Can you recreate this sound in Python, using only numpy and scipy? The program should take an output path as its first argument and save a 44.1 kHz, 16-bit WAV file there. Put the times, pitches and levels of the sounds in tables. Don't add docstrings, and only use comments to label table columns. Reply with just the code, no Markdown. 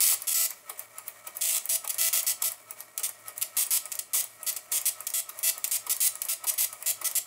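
import sys
import numpy as np
from scipy import signal
from scipy.fft import rfft, irfft, next_fast_len
from scipy.io import wavfile
from scipy.ndimage import uniform_filter1d

SR = 44100
rng = np.random.default_rng(int(sys.argv[2]) if len(sys.argv) > 2 else 0)


def output_pcm(signal):
    pcm = np.clip(np.atleast_2d(signal).T, -1, 1) * 32767
    wavfile.write(sys.argv[1], SR, np.round(pcm).astype(np.int16))


def boost_factor(decibels):
    exponent = np.asarray(decibels, float) / 20
    return 10 ** exponent


N = 320163

COLUMN_HZ = 662.4
ROUND_S = .57444
ONSET_SAMPLES = 60

# (frequency [Hz], level [dB per Hz])
HEAD = [(200, -46.5), (400, -41.5), (660, -20.5), (1000, -13.5), (1330, -17), (1600, -22.5), (2000, -8.5),
        (2500, -8.5), (3300, -6.5), (4000, -10.5), (4700, -6), (7500, -1), (11000, 0), (15600, -2)]
# (frequency [Hz], T60 [s])
HEAD_T60 = [(400, .12), (2000, .06), (6000, .022), (16000, .014)]


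def needle_voices(number, size):
    return rfft([dying_noise(HEAD, HEAD_T60, .16, tick=.6) for _ in range(number)], size)


# (frequency [Hz], width [Hz], level re head [dB])
FRAME = [(659.4, 46, -24.5), (1332, 80, -24), (2280, 160, -13.5), (3550, 300, -15), (4460, 88, -6),
         (7520, 460, -6.5), (10930, 570, -6)]


def frame_rings(hz):
    rings = [boost_factor(db) / (1 + 1j * (hz - ring_hz ** 2 / hz) / width_hz) for ring_hz, width_hz, db in FRAME]
    return np.array(rings) * np.exp(-2j * np.pi * hz * ONSET_SAMPLES / SR)


LETTER_DB = [2.5, -2.7, -0.5, -4, 4, 0.5, -1.5, -1, 6, 1.5, -3, -14]
MARGIN_S, FIELD_S, FIELD_SHIFT_S = .5422, .035, .0024
HEADING_UNTIL_S, HEADING_INDENT_COLUMNS = .5, 5
STEM_DB = 3


def column_levels(word, count, weak_db, stems):
    start, _, first_db, last_db, ragged = word
    place_s = (start - MARGIN_S + FIELD_S / 2) % ROUND_S - FIELD_S / 2
    place_s -= FIELD_SHIFT_S * (place_s > FIELD_S)
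    column = round(place_s * COLUMN_HZ) + np.arange(count)
    if start < HEADING_UNTIL_S:
        column = (column - HEADING_INDENT_COLUMNS) // 2
    db = np.linspace(first_db, last_db, count)
    db[1::2] += weak_db * (.5 + ragged)
    return db + ragged * np.take(LETTER_DB, column, mode="wrap") + STEM_DB * stems


def needle_shares(draws):
    fires = np.tanh(2 * draws.T - .6)
    fires[:, 0] = np.maximum(fires[:, 0], .5)
    share = boost_factor(9 * fires)
    return share / np.mean(share ** 2, axis=0) ** .4


# (start [s], stop [s], first level [dB], last level [dB], raggedness [0 dense - 1
WORDS = [(0.0053, 0.1456, -23.5, -26.5, 0.55), (1.6915, 1.7614, -28, -27.5, 0.17),
         (1.8763, 1.8786, -24.5, -36, .5), (1.894, 1.91, -30.5, -27.5, 0.32),
         (2.2662, 2.321, -26, -29, 0.21), (2.422, 2.4255, -23, -26, 0.28),
         (2.4392, 2.4876, -27.5, -29, .5), (2.9775, 2.979, -21.5, -25, .3),
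         (3.0324, 3.066, -26, -32, 0.46), (3.414, 3.4278, -31, -25, 0.9),
         (3.5684, 3.6364, -27, -28.5, 0.53), (3.99, 3.999, -24, -32, 0.41),
         (4.1337, 4.2106, -26, -28.5, .3), (4.564, 4.572, -29, -31.5, 0.37),
         (4.7188, 4.7845, -27.5, -26.5, .5), (5.138, 5.202, -28.5, -29.5, 0.29),
         (5.7122, 5.767, -29, -28, 0.52), (5.8963, 5.931, -27, -26.5, 0.33),
         (6.2862, 6.3386, -28.5, -29, 0.41), (6.469, 6.502, -30, -23.5, .3),
         (6.8607, 6.913, -28.5, -26, 0.42), (7.0441, 7.0781, -28.5, -28, 0.25),
         (0.271, 0.3314, -30, -29, 0.5), (0.343, 0.463, -27, -27.5, 0),
              (1.41, 1.5823, -27.5, -28, 1.2), (1.983, 2.086, -27, -26.5, 0.87),
              (2.1292, 2.207, -24, -27.5, 1), (3.7068, 3.779, -26.5, -26.5, 0.57),
              (3.918, 3.927, -32, -28, 0.5), (4.4653, 4.5016, -30, -27.5, 0.6),
              (4.8555, 4.892, -27.5, -26, 0.4), (5.068, 5.0735, -27, -22, 0.2),
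              (5.4304, 5.502, -28.5, -24, 0.75), (5.6427, 5.651, -25.5, -24, 1),
              (6.004, 6.078, -27.5, -24.5, 0.3), (6.2183, 6.2185, -20.5, -47, 0.45),
              (6.578, 6.651, -27, -25.5, 0.79), (7.1528, 7.188, -27.5, -28, 0.16)]
STEM_SHARE = .12
FRAME_SPREAD_DB = 4
PLATEN_DB, CASE_DB, CASE_RAGGED_DB = -1.5, -12.5, 2
FLIP_SHARE, FLIP_FROM_HZ, FLIP_TO_HZ = .2, 1600, 5600


def needles(weak_db, likeness, count):
    size = 16384
    bank = needle_voices(3 * count, size)
    hz = bin_hz(size)
    frame = frame_rings(hz)
    flip_band = 1 / (1 + (hz / FLIP_TO_HZ) ** 8) / (1 + (FLIP_FROM_HZ / hz) ** 8)
    out = np.zeros(N + size)
    for word in sorted(WORDS):
        start, stop, _, _, ragged = word
        ticks_s = np.arange(start, stop, 1 / COLUMN_HZ) - start
        draws = rng.standard_normal((len(ticks_s), count + 1))
        order = rng.permutation(3 * count)
        voices = likeness * bank[order[-1]] + bank[order[:count]]
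        voices += boost_factor(FRAME_SPREAD_DB * rng.standard_normal(len(FRAME))) @ frame

        stems = rng.random(len(ticks_s)) < STEM_SHARE
        db = column_levels(word, len(ticks_s), weak_db, stems)
        jitter_samples = .9 * draws[:, -1].clip(-1.4, 2)
        at = (ticks_s * SR + 2 + jitter_samples).astype(int)
        trains = np.zeros((count, size))
        trains[:, at] = boost_factor(db) * needle_shares(draws[:, :-1])

        signs = np.where(rng.random(9973) < FLIP_SHARE, -1, 1)
        flipped = trains * np.resize(signs, trains.shape)
        blows = flip_band * rfft(flipped) + (1 - flip_band) * rfft(trains)
        case_db = CASE_DB + CASE_RAGGED_DB * ragged
        tone = [(3500, case_db + 12), (5000, PLATEN_DB + 3), (8000, PLATEN_DB + 3), (10000, 0)]
        sound = irfft((blows * voices).sum(axis=0) * boost_factor(at_hz(tone, hz)))
        first = int(start * SR - ONSET_SAMPLES - 2)
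        out[first:][:size] += sound
    return out[:N]


CAM_S = [
    .1195,
    .1228,
    .2016,
    .2198,
    .4095,
    .489,
    .507,
]
# (level [dB], contact length [s], thud re click [dB])
CAMS = [
    (-35, 0.0088, -5),
    (-24.5, .001, -8),
    (-43.5, 0.016, -12.5),
    (-21, 0.0011, -26),
    (-23.5, 0.0012, -16),
    (-46, 0.021, -10),
    (-17, 0.00046, -25),
]
# (frequency [Hz], level [dB per Hz])
CLICK = [(1000, -66), (1800, -12), (2300, -9), (3500, -17), (5000, -15.5), (7700, -5), (10200, 0.5),
         (11800, -3), (12800, -2.5), (13800, -1), (15000, -1)]
# (frequency [Hz], level [dB per Hz])
THUD = [(200, -69), (400, -13.5), (620, -14), (860, -5.5), (1200, -1.5), (1600, -19.5), (2400, -10.5),
        (4500, -16.5), (6000, -19)]


def cams(spread_db):
    clicks, thuds = np.zeros(2 * N), np.zeros(2 * N)
    for turn in range(13):
        for s, (db, length_s, thud_db) in zip(CAM_S, CAMS):
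            grit = rng.standard_normal(1200)
            level_draw, time_draw = rng.standard_normal(2)
            at = int((s - .0014 + turn * ROUND_S + .0004 * time_draw) * SR)
            n = int(np.clip(length_s * SR, 2, 1200))
            blow_db = db + spread_db * level_draw
            clicks[at:at + n] += boost_factor(blow_db) * rms_one(grit[:n])
            thuds[at:at + n] += boost_factor(blow_db + thud_db) * grit[:n]
    click = dying_noise(CLICK, [(2000, 0.13), (8000, 0.02), (16000, 0.033)], 0.062, tick=1.0)
    thud = dying_noise(THUD, [(400, 0.055), (1200, 0.079), (4000, 0.056)], 0.41, tick=0.41)
    return strike(clicks[:N], click) + strike(thuds[:N], thud)


# (time [s], whine level [dB], load on gear hiss [dB])
SWEEP = [(.06, -68, 0), (.09, -55, 3), (.125, -51, 9), (.165, -57, 2), (.19, -84, 5), (0.231, -81, 8.5),
         (0.269, -66, 2.5)]
# (time [s], frequency [Hz])
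SAG = [(.07, 1325), (.1, 1305), (.135, 1262), (.18, 1250), (.22, 1290), (.26, 1325)]
# (frequency [Hz], level [dB per Hz])
GEARS = [(200, -44), (400, -30), (620, -7), (800, -13.5), (1200, -8), (1550, -17.5), (2000, -11),
         (2500, -15), (3500, -21.5), (5500, -21), (8000, -14.5), (10800, -20.5), (12200, -29),
         (15600, -19.5)]
# (frequency [Hz], width [Hz], level [dB])
GEAR_RINGS = [(617, 107, -70.5), (715.4, 22, -71), (1882, 75, -68.5), (2264, 170, -68.5), (10800, 790, -68),
              (13500, 1000, -66)]
GEARS_DB = -53.5


def motor():
    t = np.arange(N) / SR
    s, *columns = np.transpose(SWEEP)
    whine_db, load_db = [np.interp(t, s, c, period=ROUND_S / 2) for c in columns]
    teeth_hz = np.interp(t, *np.transpose(SAG), period=ROUND_S / 2)
    teeth = 2 * np.pi * np.cumsum(teeth_hz) / SR
    fast, medium, slow = [rms_one(uniform_filter1d(rng.standard_normal(N), size=n)) for n in (150, 1500, 3000)]
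    whine = boost_factor(whine_db + 1.0 + 1.7 * medium) * np.sin(teeth)
    hum = boost_factor(-73.5 + 5.1 * slow) * np.sin(teeth / 12 + 0.26 * medium)

    rattle = rng.standard_normal((2, N)) * boost_factor(1.5 * fast + 1.5 * medium)
    mid, side = [boost_factor(GEARS_DB + load_db - 2.5) * coloured(r, GEARS) for r in rattle]
    for ring_hz, width_hz, db in GEAR_RINGS:
        ring = band(rattle[0], ring_hz - width_hz / 2, ring_hz + width_hz / 2)
        mid += boost_factor(db + .5 * load_db) * rms_one(ring)
    return stereo(mid + whine + hum, side)


# (frequency [Hz], level [dB])
TAIL = [(300, 10), (1500, -3), (4000, 0), (9000, -0.5), (16000, -5.5)]
# (frequency [Hz], T60 [s])
ROOM_T60 = [(400, 0.093), (3000, 0.37), (9000, 0.19), (16000, 0.2)]


def room(x, wet_db, side_db):
    tail = np.r_[np.zeros(SR // 200), dying_noise(TAIL, ROOM_T60, .6, tick=.02)]
    scatter = dying_noise(TAIL, [(400, 0.43), (16000, 0.11)], .15, tick=0.3)
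    return stereo(x + boost_factor(wet_db) * strike(x, tail), boost_factor(side_db) * strike(x, scatter))


# (frequency [Hz], level [dB per Hz])
AIR = [(12, -46), (20, -26), (59, -4), (108, -11), (161, 0), (280, -0.5), (431, 4.5), (500, 0.5),
       (650, -26), (1100, -120)]
AIR_DB = -70


def air():
    return boost_factor(AIR_DB) * stereo(*[coloured(w, AIR) for w in rng.standard_normal((2, N))])


def dying_noise(spectrum, t60s, seconds, tick):
    t = np.arange(next_fast_len(int(seconds * SR))) / SR
    edges_hz = 280 * 2 ** np.arange(0, 6.3, .5)
    out = np.zeros(len(t))
    for low, high in zip(edges_hz, edges_hz[1:]):
        hz = np.sqrt(low * high)
        noise = rng.standard_normal(len(t)) * boost_factor(-60 * t / max(at_hz(t60s, hz), .002))
        out += np.sqrt(hz) * rms_one(band(noise, low, high))
    out = rms_one(out)
    out += tick * np.sqrt(len(t) / 8) * rng.standard_normal(len(t)) * np.exp(-t / .0005)
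    bins = rfft(out)
    power = uniform_filter1d(np.abs(bins) ** 2, size=int(500 * seconds))
    even = irfft(bins / np.sqrt(power), len(t))
    rise = np.minimum(np.arange(len(t)) / ONSET_SAMPLES, 1) ** 2
    return np.roll(coloured(even, spectrum), ONSET_SAMPLES) * rise / np.sqrt(len(t))


def strike(blows, answer):
    return signal.fftconvolve(blows, answer)[:N]


# (frequency [Hz], side re mid [dB])
WIDTH = [(30, -16), (60, -12), (130, -13), (500, -13), (1000, -10), (2000, -15.5), (4000, -17.5),
         (6000, -32), (9000, -11), (12000, -2), (16000, -22)]


def stereo(mid, side):
    side = equalized(side, WIDTH)
    return np.array([mid + side, mid - side])


def coloured(x, spectrum):
    return rms_one(equalized(x, spectrum))


def equalized(x, gains):
    size = next_fast_len(len(x))
    return irfft(rfft(x, size) * boost_factor(at_hz(gains, bin_hz(size))), size)[:len(x)]


def bin_hz(size):
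    return np.maximum(np.fft.rfftfreq(size, 1 / SR), 1)


def at_hz(points, hz):
    table_hz, values = np.transpose(points)
    return np.interp(np.log(hz), np.log(table_hz), values)


def band(x, low_hz, high_hz):
    sos = signal.butter(2, [low_hz, min(high_hz, .45 * SR)], "band", fs=SR, output="sos")
    return signal.sosfilt(sos, x)


def rms_one(x):
    return x / np.sqrt(np.mean(x ** 2) + 1e-20)


def scene():
    hits = boost_factor(14.0) * needles(weak_db=-3.5, likeness=0.19, count=5) + cams(spread_db=-0.2)
    return room(hits, wet_db=-10.0, side_db=-7.0) + motor() + air()


def top_cut(x):
    return signal.sosfilt(signal.butter(12, 16980, fs=SR, output="sos"), x)


def record(dry):
    lean_db = np.array([[.17], [-.17]])
    steep = signal.ellip(8, .5, 26, 15700, fs=SR, output="sos")
    top = signal.cheby2(10, 40, 17100, fs=SR, output="sos")
    mix = signal.sosfilt(np.r_[steep, top], dry * boost_factor(lean_db))
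    return top_cut(mix)


dry = scene()
out = record(dry)
output_pcm(out)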